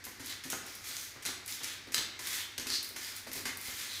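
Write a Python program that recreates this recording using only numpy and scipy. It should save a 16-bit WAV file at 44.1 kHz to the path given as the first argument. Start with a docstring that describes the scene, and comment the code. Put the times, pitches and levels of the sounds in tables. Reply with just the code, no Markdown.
"""A child skips over an ankle toy in a bare, echoing tiled room, above a faint hum.
From the start the hoop ticks at the ankle, and foam shoes land and scuff on the gritty floor about
three times a second. The hollow plastic weight whirls round on its cord, sliding and clacking over
the tiles so that its shell rings. Just before two seconds it strikes hardest and rattles briefly;
the skipping carries on, and the weight is still sliding at the end."""
import sys
import numpy as np
from scipy import signal
from scipy.fft import rfft, irfft
from scipy.io import wavfile

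SR = 44100
rng = np.random.default_rng(int(sys.argv[2]) if len(sys.argv) > 2 else 0)


def unload_wav(signal):
    """Save mono or channel-first audio to the path in sys.argv[1] as 16-bit WAV at rate SR, clipped to [-1, 1]."""
    wavfile.write(
        sys.argv[1],
        SR,
        np.round(np.clip(np.atleast_2d(signal).T, -1, 1) * 32767).astype(np.int16),
    )


N = 176400
T = np.arange(N) / SR


def weight_clacks(decay_s=0.0018):
    """The weight knocks on the tiles: each hard snap has its own bright pitch and rings the shell."""
    # start_s, level_db, pitch_hz
    knocks = [(0.297, -37, 4200), (0.501, -27.5, 5940), (.523, -26, 5700), (0.967, -30.5, 6200),
              (1.262, -25, 5130), (1.524, -32.5, 5270), (1.644, -28, 5300), (1.9444, -16, 4000),
              (1.951, -33, 4460), (1.9653, -34, 4000), (1.98, -25.5, 4150), (2.021, -41, 4200),
              (2.583, -29.5, 3660), (2.702, -25, 4450), (2.728, -40, 5000), (3.047, -36, 4600),
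              (3.455, -29.5, 2410)]
    contacts = sum(resonant(snap(start_s, level_db, decay_s), pitch_hz, width=0.65)
                   for start_s, level_db, pitch_hz in knocks)
    return shell_ring(contacts)


def weight_slides():
    """Each pass over the tiles swells and fades: a rub, a gritty hiss and a rasp that rings the shell."""
    # peak_s, rise_s, fall_s, rub_db, hiss_db, rasp_db, rasp_pitch_hz
    passes = [(.27, 0.036, 0.057, -47, -48, -66, 4000), (.305, 0.015, 0.042, -44, -55, -49, 4000),
              (.70, 0.085, 0.14, -56, -55, -56, 5400), (.89, 0.047, 0.063, -45.5, -44.5, -61, 4200),
              (.975, .04, 0.11, -51, -45.5, -52.5, 6000), (1.28, 0.023, 0.043, -44, -61, -48.5, 3360),
              (1.535, 0.053, .035, -49.5, -42, -49, 5060), (1.68, 0.092, 0.08, -47, -50, -49.5, 3270),
              (2.275, 0.044, 0.061, -42, -44.5, -68, 5000), (2.35, .07, 0.059, -41, -40, -57, 5500),
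              (2.41, 0.035, 0.042, -52, -50, -45, 3350), (1.98, .025, 0.024, -43, -56, -39, 4060),
              (2.748, 0.054, 0.029, -60, -45.5, -34, 4700), (3.06, .08, 0.083, -46.5, -46.5, -51.5, 5040),
              (3.17, .02, 0.037, -51.5, -45.5, -61, 4500), (3.365, .02, 0.057, -46.5, -43, -58, 4180),
              (3.475, 0.022, 0.048, -46, -54, -47.5, 2130), (3.68, .07, 0.07, -48.5, -43.5, -53.5, 2210),
              (3.81, 0.08, .08, -44, -44.5, -64, 5000), (3.95, 0.081, 0.068, -49, -47.5, -45.5, 3850)]
    # body of the rub: frequency_hz, gain_db
    rub_eq = [(150, -18), (280, -9.5), (650, -15.5), (1100, -6.5), (2200, 3), (2750, -4.5), (3400, 1),
              (6500, -3.5), (9000, -9), (15500, -18)]
    # sizzle of the grit: frequency_hz, gain_db
    hiss_eq = [(1000, -23), (3500, 1), (6000, 2.5), (8000, 1), (13000, 0.5), (15500, -1.5)]
    rub_power, hiss_power, rasp = 0, 0, 0
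    friction = grit()
    for peak_s, rise_s, fall_s, rub_db, hiss_db, rasp_db, pitch_hz in passes:
        from_peak = (T - peak_s) / np.where(T < peak_s, rise_s, fall_s)
        pressure = np.exp(-np.minimum(from_peak ** 2, 20))
        rub_power += (from_db(rub_db) * pressure) ** 2
        hiss_power += (from_db(hiss_db) * pressure) ** 2
        rasp += resonant(from_db(rasp_db) * pressure * friction, pitch_hz, width=0.21)
    rub = equalise(np.sqrt(rub_power) * grit(), rub_eq)
    hiss = equalise(np.sqrt(hiss_power) * grit(), hiss_eq)
    return rub + hiss + shell_ring(rasp)


def shell_ring(contact):
    """A contact sound plus the ringing it excites in the hollow plastic shell."""
    # pitch_hz, level_db, t60_s
    modes = [(2144, -11, 0.082), (3990, -27, .25), (4210, -19, 0.11), (4430, -19.5, .2), (4520, -26.5, .25),
             (5000, -28, .15), (5500, -26, .2), (6120, -11, 0.11), (6705, -14, 0.087), (8280, -14.5, 0.11)]
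    age = T[:SR // 3]
    ring = sum(from_db(level_db - 60 * age / t60_s) * np.sin(2 * np.pi * hz * age) / np.sqrt(t60_s * SR)
               for hz, level_db, t60_s in modes)
    return contact + 2 * signal.fftconvolve(contact, ring)[:N]


def hoop_ticks(decay_s=0.0033):
    """The hoop taps at the ankle in thin, dry ticks."""
    # start_s, level_db
    taps = [(0.04, -43), (.052, -35.5), (.26, -36.5), (.503, -31), (.664, -41), (.752, -36.5), (1.05, -44),
            (1.461, -36), (1.478, -35.5), (1.95, -29.5), (2.271, -30), (2.829, -33), (2.846, -36),
            (2.89, -37), (3.165, -37), (3.331, -30.5), (3.572, -35), (3.613, -35.5)]
    # nearly all treble: frequency_hz, gain_db
    tick_eq = [(1000, -28), (4000, -7), (7000, -3), (10000, 3), (15500, 0)]
    ticks = sum(snap(start_s, level_db, decay_s) for start_s, level_db in taps)
    return equalise(ticks, tick_eq)


def shoe_landings(attack_s=0.0032, thud_decay_s=0.032, slap_decay_s=0.016):
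    """A foam shoe lands with a soft heel thud and a gritty slap of the sole."""
    # start_s, thud_db, slap_db
    steps = [(0.064, -52, -47.5), (.195, -48, -47), (.45, -45.5, -56), (.526, -43.5, -34.5),
             (.67, -56, -51), (.91, -62, -60), (1.156, -51, -47.5), (1.253, -48, -41),
             (1.284, -53.5, -39.5), (1.605, -50.5, -47), (1.87, -49.5, -47.5), (1.945, -48, -50),
             (1.978, -45.5, -45), (2.189, -50.5, -45.5), (2.58, -46.5, -53), (2.597, -56, -62),
             (2.657, -50, -45), (2.696, -53, -43), (2.905, -57, -54), (2.958, -52, -45.5),
             (3.265, -47.5, -43), (3.352, -45, -49), (3.386, -56, -50), (3.453, -45.5, -36),
             (3.68, -50.5, -44)]
    # low weight of the heel: frequency_hz, gain_db
    thud_eq = [(30, -24), (60, -0.5), (110, -3), (150, -5.5), (200, -1), (255, 5), (370, -1), (520, -6),
               (900, -12), (3000, -27)]
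    # midrange smack of the sole: frequency_hz, gain_db
    slap_eq = [(100, -11), (400, -3), (700, -1.5), (1100, 2), (2100, 2.5), (2800, -13), (4000, -4.5),
               (8000, -17), (15000, -22)]
    heel = hit_envelope([(start_s, db, thud_decay_s) for start_s, db, _ in steps], attack_s)
    sole = hit_envelope([(start_s, db, slap_decay_s) for start_s, _, db in steps], attack_s)
    return equalise(heel * rng.standard_normal(N), thud_eq) + equalise(sole * grit(), slap_eq)


def shoe_scuffs():
    """The soles drag grit across the floor in short, bright scrapes."""
    # start_s, level_db, decay_s
    scuffs = [(.04, -45, 0.056), (.195, -46, 0.044), (.436, -41, 0.036), (.503, -39, 0.039),
              (.665, -50, .04), (.84, -42.5, 0.023), (1.222, -44.5, 0.035), (1.25, -35.5, .02),
              (1.262, -38.5, 0.036), (1.478, -40.5, 0.032), (1.632, -36.5, 0.026), (1.919, -37, .012),
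              (1.938, -39, 0.03), (2.19, -41, 0.044), (2.579, -30.5, 0.0058), (2.596, -39.5, 0.029),
              (2.668, -35.5, 0.026), (2.845, -47, .025), (2.96, -38.5, 0.027), (3.27, -46.5, 0.033),
              (3.315, -39, 0.011), (3.333, -42, 0.033), (3.453, -33.5, 0.024)]
    # sandy edge of the scrape: frequency_hz, gain_db
    scuff_eq = [(300, -17), (1000, -9.5), (2000, 3.5), (2800, 0.5), (4000, -0.5), (6000, 3.5), (7800, -1.5),
                (12500, -2), (15500, -10.5)]
    return equalise(hit_envelope(scuffs, attack_s=0.0021) * grit(), scuff_eq)


def room_echoes(send, bands=12, first_echo_s=0.0052):
    """Dense echoes off tiles and cupboard doors; the treble dies first."""
    # frequency_hz, t60_s
    decay_times = [(100, 0.56), (300, 0.64), (1000, 0.78), (2200, 0.76), (4000, 0.65), (8000, 0.43),
                   (15000, 0.38)]
    age, hz = T[:SR], np.fft.rfftfreq(SR, 1 / SR)
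    white = rfft(rng.standard_normal(SR))
    centres_hz = np.geomspace(100, 16000, bands)
    tail = 0
    for centre_hz, band_gains in zip(centres_hz, np.eye(bands)):
        band = irfft(white * at_hz(list(zip(centres_hz, band_gains)), hz))
        tail += band * from_db(-60 * age / at_hz(decay_times, centre_hz))
    return through(send, tail * (age > first_echo_s))


def room_tone(air_db=-54, hum_hz=99.2, hum_db=-68.5):
    """A steady bed of room air and faint mains hum."""
    # colour of the air: frequency_hz, gain_db
    air_eq = [(25, -12), (50, -7), (85, 3), (150, -8), (260, -3), (600, -10.5), (1200, -8), (2100, -1),
              (2900, -10.5), (5000, -8.5), (9000, -21.5), (15500, -29)]
    air = from_db(air_db) * equalise(rng.standard_normal(N), air_eq)
    hum = from_db(hum_db) * np.sqrt(2) * np.sin(2 * np.pi * hum_hz * T)
    return air + hum


def grit(grains_per_s=2500, spread_db=3.5, hiss_db=-3):
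    """Friction: tiny clicks of uneven size on a smooth hiss; rms 1."""
    sizes = from_db(spread_db * np.minimum(rng.exponential(1, N), 4))
    grains = sizes * rng.choice([-1, 1], N) * (rng.random(N) < grains_per_s / SR)
    texture = grains / grains.std() + from_db(hiss_db) * rng.standard_normal(N)
    return texture / texture.std()


def snap(start_s, level_db, decay_s):
    """A hard contact: a noise burst with an instant attack."""
    return hit_envelope([(start_s, level_db, decay_s)], attack_s=1 / SR) * rng.choice([-1, 1], N)


def hit_envelope(hits, attack_s):
    """Hits rise quickly and fall exponentially; where they overlap, their power adds."""
    power = np.zeros(N)
    for start_s, level_db, decay_s in hits:
        start = max(int(start_s * SR), 0)
        age = T[:min(N - start, SR // 2)]
        envelope = from_db(level_db) * np.minimum(age / attack_s, 1) * np.exp(-age / decay_s)
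        power[start:start + len(age)] += envelope ** 2
    return np.sqrt(power)


def resonant(x, hz, width, size=512):
    """A broad resonance; the width is a share of its pitch."""
    radius = np.exp(-np.pi * width * hz / SR)
    feedback = [1, -2 * radius * np.cos(2 * np.pi * hz / SR), radius ** 2]
    return through(x, signal.lfilter([1, 0, -1], feedback, signal.unit_impulse(size)))


def equalise(x, curve, size=4096):
    """Minimum-phase EQ in the shape of the curve, so nothing rings ahead of an attack."""
    gains = from_db(at_hz(curve, np.fft.rfftfreq(size, 1 / SR)))
    cepstrum = irfft(np.log(gains))
    cepstrum[1:size // 2] *= 2
    cepstrum[size // 2 + 1:] = 0
    return through(x, irfft(np.exp(rfft(cepstrum))))


def through(x, response):
    """Pass a sound through an impulse response scaled to unit energy."""
    return signal.fftconvolve(x, response / np.linalg.norm(response))[:len(x)]


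def at_hz(curve, hz):
    """Read a curve on a log-frequency axis."""
    points_hz, values = np.transpose(curve)
    return np.interp(np.log(np.maximum(hz, 1)), np.log(points_hz), values)


def from_db(db):
    """Decibels to gain."""
    return 10 ** (np.asarray(db) / 20)


def scene():
    """Shoes and toy in the room, in mono; the clicks get the stronger reverb send."""
    shuffle = shoe_landings() + shoe_scuffs() + weight_slides()
    clicks = weight_clacks() + hoop_ticks()
    echoes = room_echoes(from_db(-3) * shuffle + from_db(-0.5) * clicks)
    return (from_db(-0.5) * shuffle + clicks + echoes + room_tone())[None]


def record(dry):
    """A steep low-pass takes off the very top."""
    cutoff_hz = 15500
    return signal.sosfilt(signal.ellip(10, 0.2, 75, cutoff_hz, fs=SR, output="sos"), dry)


dry = scene()
out = record(dry)
unload_wav(out)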